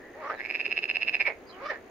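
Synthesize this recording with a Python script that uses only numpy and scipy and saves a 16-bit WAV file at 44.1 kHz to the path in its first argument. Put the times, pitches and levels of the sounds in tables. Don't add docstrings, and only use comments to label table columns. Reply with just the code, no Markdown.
import sys
import numpy as np
from scipy import signal
from scipy.fft import rfft, irfft, next_fast_len
from scipy.io import wavfile
from scipy.ndimage import uniform_filter1d, map_coordinates

SR = 44100
rng = np.random.default_rng(int(sys.argv[2]) if len(sys.argv) > 2 else 0)


def unload_wav(signal):
    wavfile.write(
        sys.argv[1],
        SR,
        np.round(np.clip(np.atleast_2d(signal).T, -1, 1) * 32767).astype(np.int16),
    )


N = 83790
T = np.arange(N) / SR


def amp(db):
    return 10 ** (np.asarray(db) / 20)


def unit_rms(x):
    return x / np.sqrt(np.mean(x ** 2) + 1e-20)


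def sine(hz):
    return np.sin(2 * np.pi * np.cumsum(hz) / SR)


def log_interp(points, hz):
    f, values = np.transpose(points)
    return np.interp(np.log(hz + 1), np.log(f + 1), values)


def curves(rows):
    times, *columns = np.transpose(rows)
    return [np.interp(T, times, column) for column in columns]


def gate(start_s, end_s, fade_s):
    return np.clip(np.minimum(T - start_s, end_s - T) / fade_s + 1, 0, 1)


def wobble(knots_per_s):
    return map_coordinates(rng.standard_normal(int(N * knots_per_s / SR) + 4), [T * knots_per_s])


def filtered(x, response):
    size = next_fast_len(N + SR // 2)
    return irfft(rfft(x, size) * response(np.fft.rfftfreq(size, 1 / SR)), size)[..., :N]


def coloured(x, points, size=4096):
    cepstrum = irfft(np.log(amp(log_interp(points, np.fft.rfftfreq(size, 1 / SR)))))
    cepstrum[1:size // 2] *= 2
    cepstrum[size // 2 + 1:] = 0
    return signal.fftconvolve(x, irfft(np.exp(rfft(cepstrum))))[:N]


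def levelled(x, size=600):
    power = np.abs(uniform_filter1d(uniform_filter1d(x ** 2, size), size))
    return x / np.sqrt(power + np.mean(power) / 10)


def band(hz, sigma_hz):
    return unit_rms(filtered(rng.standard_normal(N), lambda f: np.exp(-((f - hz) / sigma_hz) ** 2 / 2)))


def noise(points, envelope):
    colour = lambda hz: amp(log_interp(points, hz))
    white = rng.standard_normal((2, N))
    return filtered(white * envelope, colour) / np.std(filtered(white, colour))


def ring(times, sizes, hz, t60_s, onset_s=0.00026):
    index = np.ceil(times * SR).astype(int)[:, None] + np.arange(1200)
    age = index / SR - times[:, None]
    envelope = np.exp(-np.log(1000) * age / t60_s) * (1 - np.exp(-age / onset_s))
    waves = sizes[:, None] * envelope * np.sin(2 * np.pi * np.reshape(hz, (-1, 1)) * age)
    return np.bincount(index.ravel(), waves.ravel(), N)[:N]


def scatter(x, t60_s):
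    t = T[:SR // 2]
    tail = rng.standard_normal((2, len(t))) * np.exp(-np.log(1000) * t / t60_s) * (1 - np.exp(-t / 0.001))
    tail /= np.linalg.norm(tail, axis=1, keepdims=True)
    return signal.fftconvolve(x, tail, axes=1)[:, :N]


def hush(level_db=-49.5):
    # (frequency [Hz], relative density [dB])
    spectrum = [(25, -11), (50, -7), (80, -10), (160, -12.5), (250, -3.5), (360, 1.5), (650, -5),
                (1000, -13), (1500, -14), (2000, -13.5), (2600, -19), (3300, -26.5), (5000, -31),
                (6000, -36), (8000, -42), (11000, -39), (15500, -38)]
    # (frequency [Hz], left-right correlation)
    correlation = [(40, 0.4), (200, 1), (800, 0.64), (2000, 0.2), (5000, .2), (10000, .05)]

    def mid_side_gain(hz):
        angle = np.arccos(log_interp(correlation, hz)) / 2
        return amp(log_interp(spectrum, hz)) * [np.cos(angle), np.sin(angle)]

    mid, side = filtered(rng.standard_normal((2, N)), mid_side_gain)
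    low = amp(-62.5 + 3 * wobble(28)) * band(400, 87) * gate(0.32, 1.1, 0.21)
    return amp(level_db) * unit_rms(np.array([mid + side, mid - side])) + low


def far_frog():
    # (time [s], relative level [dB])
    level = [(0.0, -54), (0.088, -49.5), (0.106, -57.5), (0.24, -54)]
    return amp(curves(level)[0] - 1) * band(1854, 150) * gate(0, 0.51, 0.34)


def insect(hz=6535, sigma_hz=260, pulse_hz=56, level_db=-75.5):
    pulsing = 1 + 0.76 * sine(pulse_hz * (1 + .05 * wobble(12)))
    return amp(level_db) * pulsing * np.array([band(hz, sigma_hz), band(hz, sigma_hz)])


def hoots(half_width_s=0.0094, fall_hz_per_s=3900):
    # (centre time [s], pitch [Hz], relative level [dB])
    notes = [(.505, 410, -53), (.577, 390, -50.5), (0.633, 373, -51.5), (0.686, 407, -46), (.742, 358, -51),
             (.786, 385, -48), (.83, 413, -45), (.862, 401, -47.5)]
    out = np.zeros(N)
    for centre_s, hz, db in notes:
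        t = T - centre_s
        cycles = hz * t - fall_hz_per_s * t * t / 2 + rng.random()
        out += amp(db + 5.5) * np.exp(-(t / half_width_s) ** 2) * np.sin(2 * np.pi * cycles)
    return out


def bird(waver=0.024):
    # (start [s], length [s], start pitch [Hz], end pitch [Hz], relative level [dB])
    chirps = [(0.257, 0.073, 6100, 4970, -66), (0.323, 0.1, 4440, 3220, -63.5),
              (1.46, 0.061, 4700, 4960, -57), (1.488, .025, 4240, 3840, -52.5),
              (1.514, 0.054, 3255, 2810, -55.5), (1.635, 0.083, 4380, 5780, -59.5)]
    out = np.zeros(N)
    for start_s, length_s, start_hz, end_hz, db in chirps:
        progress = np.clip((T - start_s) / length_s, 0, 1)
        hz = (start_hz + (end_hz - start_hz) * progress) * (1 + waver * wobble(760))
        out += amp(db) * np.sin(np.pi * progress) * sine(hz)
    return (0.82 * out + 1.1 * scatter(out[None], t60_s=0.083)) * amp([[-2], [3]])


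def squawks(throat_hz=561, shimmer_db=3.5, rasp_db=-9.5, squeal_from_hz=440):
    # (time [s], pulse rate [Hz], upper resonance [Hz])
    voices = [
        [(.16, 270, 900), (.2, 322.5, 1001.5), (.225, 291, 1174.5), (.245, 271, 1167), (.266, 297.5, 1199.5),
         (.3, 312, 1253.5), (.312, 216.5, 1398), (.325, 189, 1604), (.355, 103, 1750)],
        [(1.262, 329.5, 2301), (1.276, 318, 2273.5), (1.29, 249.5, 2249), (1.305, 210.5, 2203),
         (1.315, 116.5, 2150), (1.335, 79.5, 2141)],
        [(1.5, 329.5, 1101.5), (1.6, 399.5, 1197), (1.62, 540, 1156), (1.642, 555, 1133), (1.662, 615.5, 1220),
         (1.678, 564, 1263), (1.695, 630, 1509), (1.706, 582, 1754), (1.716, 493, 1822), (1.727, 271, 1701),
         (1.74, 235, 1670), (1.785, 215, 1947)],
    ]
    # (time [s], throat level [dB], upper level [dB])
    levels = [
        [(0.16, -47, -53), (0.172, -48.5, -67), (0.218, -44, -46.5), (0.23, -45.5, -42.5),
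         (0.272, -42.5, -34.5), (0.286, -50, -44.5), (0.304, -39, -30), (0.344, -41, -45.5), (0.36, -45, -51)],
        [(1.262, -49.5, -29.5), (1.276, -37.5, -30.5), (1.29, -35.5, -49), (1.296, -40, -33),
         (1.318, -41.5, -45), (1.34, -70, -53.5)],
        [(1.5, -73, -55), (1.538, -57, -55), (1.594, -52, -50), (1.606, -50.5, -48), (1.626, -44, -46),
         (1.666, -42.5, -34), (1.684, -60, -40.5), (1.706, -33.5, -30), (1.728, -43, -41),
         (1.752, -52.5, -40.5), (1.79, -61, -62)],
    ]
    # (throat trim [dB], upper trim [dB], relative hiss [dB], upper T60 [s], rate jitter [fraction])
    trims = [(.5, -1, -7, 0.016, 0.0413), (1, 0, -10.5, 0.0093, .02), (1, -2, -3.5, 0.013, .015)]
    # (frequency [Hz], gain [dB])
    throat_eq = [(200, -23), (450, 8.5), (850, 9), (1300, -4.5), (2400, 3), (4300, -8), (5500, -0.5),
                 (7500, -21.5)]
    upper_eq = [(300, -36), (800, 0), (1200, 5), (1450, 0.5), (1800, 9.5), (2350, 6), (3200, 1),
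                (5000, 6.5), (7500, -16.5), (14000, -10)]
    hiss_eq = [(250, -22), (500, -7.5), (850, -4.5), (1300, 3), (2300, 0), (3200, -14.5), (5000, -16.5),
               (6500, -37), (8000, -46), (14000, -41.5)]
    out = np.zeros((2, N))
    for voice, level, trim in zip(voices, levels, trims):
        throat_trim_db, upper_trim_db, hiss_db, upper_t60_s, jitter = trim
        rate_hz, upper_hz = curves(voice)
        throat_db, upper_db = curves(level)
        throat_gain, upper_gain = amp(throat_db + throat_trim_db), amp(upper_db + upper_trim_db)
        cycles = np.cumsum(rate_hz * (1 + jitter * wobble(300))) / SR
        times = np.interp(np.arange(1, cycles[-1]), cycles, T)
        sizes = amp(shimmer_db * np.interp(times, T, wobble(600)))
        throat = levelled(coloured(ring(times, sizes, throat_hz, t60_s=0.0025), throat_eq))
        upper = ring(times, sizes, np.interp(times, T, upper_hz), upper_t60_s)
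        upper = levelled(coloured(upper, upper_eq))
        rasp = amp(rasp_db) * unit_rms(wobble(380) * sine(upper_hz))
        overtones = unit_rms(sum(np.sin(2 * np.pi * k * cycles) / k ** 2 for k in range(4, 11)))
        squeal = amp(-2.5) * np.clip(rate_hz / squeal_from_hz - 1, 0, .3) * overtones
        puffs = unit_rms(np.exp(-2.5 * (cycles % 1)))
        hiss = amp(hiss_db) * (throat_gain + upper_gain) / 2 * noise(hiss_eq, puffs)
        call = throat_gain * throat + upper_gain * (upper + squeal + rasp) + hiss
        out += gate(voice[0][0], voice[-1][0], 0.018) * call
    left = coloured(out[0], [(700, 0), (1300, 2.7), (2300, -3), (4000, 1)])
    right = coloured(out[1], [(700, -0.34), (1300, 2.5), (2300, 4.5), (4000, 0.5)])
    return np.array([left, right])


def croak_pulses(slowing=3.1, rise_ms=11, fall_ms=14.9):
    # (anchor [s], relative level [dB], base gap [ms], extra gap before anchor [ms], crest lead [ms])
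    bursts = [(0.4144, -26.5, 7.1, 1.5, 7.5), (0.4593, -25, 7.3, 1.2, 2.5), (0.5098, -19.5, 5.7, 2.3, 2),
              (0.5589, -18, 5.1, 2.1, 4.5), (0.6124, -18.5, 4.9, 3.2, 5.5), (0.6632, -17.5, 3.68, 3.8, 1.2),
              (0.7257, -15.5, 5.3, 4, 3.5), (0.7892, -13.5, 4.5, 7.5, 9), (0.8401, -16, 3.08, 3.8, -1.5),
              (0.9119, -13.5, 3.7, 8.3, 8.5), (0.9688, -13, 3.3, 7.8, 4.5), (1.0306, -14, 4.3, 4.6, 3.5),
              (1.0942, -13.5, 4.15, 5.2, 7.5), (1.1524, -12.5, 3.68, 3.4, 3),
              (1.2166, -14.5, 3.6, 1.386, 5.5), (1.2806, -18, 3, .9, 6.5)]
    k = np.arange(-6, 2)
    times, sizes = [], []
    for anchor_s, db, gap_ms, extra_ms, lead_ms in bursts:
        offset_ms = gap_ms * k + extra_ms * (slowing ** k - 1) * slowing / (slowing - 1)
        offset_ms += 0.1 * np.minimum(k + 2, 0) ** 2 * rng.standard_normal(len(k))
        from_crest_ms = offset_ms + lead_ms
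        swell = np.exp(-(from_crest_ms / np.where(from_crest_ms < 0, rise_ms, fall_ms)) ** 2)
        idle_db = -22.5 + 3.5 * max(gap_ms - 4, 0)
        idle = amp(idle_db) * np.exp(-((from_crest_ms + 15) / 24) ** 2)
        times.append(anchor_s + offset_ms / 1000)
        sizes.append(amp(db + 7.5) * (swell + idle))
    return np.concatenate(times), np.concatenate(sizes)


def grit(sacs, relative_db=-22, compression=0.53):
    # (frequency [Hz], relative density [dB])
    spectrum = [(200, -17), (450, 6), (800, 5.5), (1200, -3.5), (1800, 7), (2600, 11.5), (3300, -7.5),
                (4200, -2), (4750, -5), (5150, 4), (5800, -21), (8500, -32.5), (11500, -23), (15000, -24)]
    pole = np.exp(-2 * np.log(1000) / (0.022 * SR))
    trail = np.sqrt(signal.lfilter([1 - pole], [1, -pole], sacs ** 2))
    return amp(relative_db) * trail.max() * noise(spectrum, (trail / trail.max()) ** compression)


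def croaks():
    # (time [s], sac resonance [Hz])
    tuning = [(.39, 1800), (.412, 2080), (.455, 2324), (.5, 2434), (.6, 2570), (.78, 2670), (1.03, 2670),
              (1.15, 2570), (1.21, 2406), (1.28, 2260)]
    # (frequency [Hz], gain [dB])
    left_eq = [(150, -20), (400, 7.5), (750, 13), (1150, -2.5), (1450, -7.5), (1750, 7.5), (2150, -10),
               (2650, -1.5), (3150, -12), (4100, 3.5), (4750, -1), (5150, 14.5), (5900, -20), (8500, -17.5),
               (11500, -2.5), (15000, 3.5)]
    right_eq = [(150, -21), (400, 12), (750, 10.5), (1150, -2.5), (1450, -9), (1750, 3), (2200, 2),
                (2650, 3), (3150, -15), (4100, -5.5), (4750, 4), (5050, 11), (5600, -6), (8500, -17),
                (11500, -4.5), (15000, 5.5)]
    # (frequency [Hz], left minus right phase [rad])
    phase = [(1000, -1), (2050, -0.4), (2620, -0.8), (3100, -2.5), (4000, -3), (5000, -2)]
    times, sizes = croak_pulses()
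    sizes *= amp(rng.normal(0, .5, len(times)))
    sacs = ring(times, sizes, np.interp(times, *np.transpose(tuning)), t60_s=0.0082)
    pair = np.array([coloured(sacs, left_eq), coloured(sacs, right_eq)])
    pair = filtered(pair, lambda hz: np.exp(.5j * log_interp(phase, hz) * np.array([[1], [-1]])))
    return pair + grit(sacs)


def scene():
    calls = croaks() + squawks() + bird()
    bank = amp(-18.5) * scatter(calls, t60_s=0.038)
    distant = amp(-12.5) * scatter(calls, t60_s=0.21)
    return calls + bank + distant + hush() + far_frog() + insect() + hoots()


def record(dry):
    return filtered(dry, lambda hz: hz < 15827)


dry = scene()
out = record(dry)
unload_wav(out)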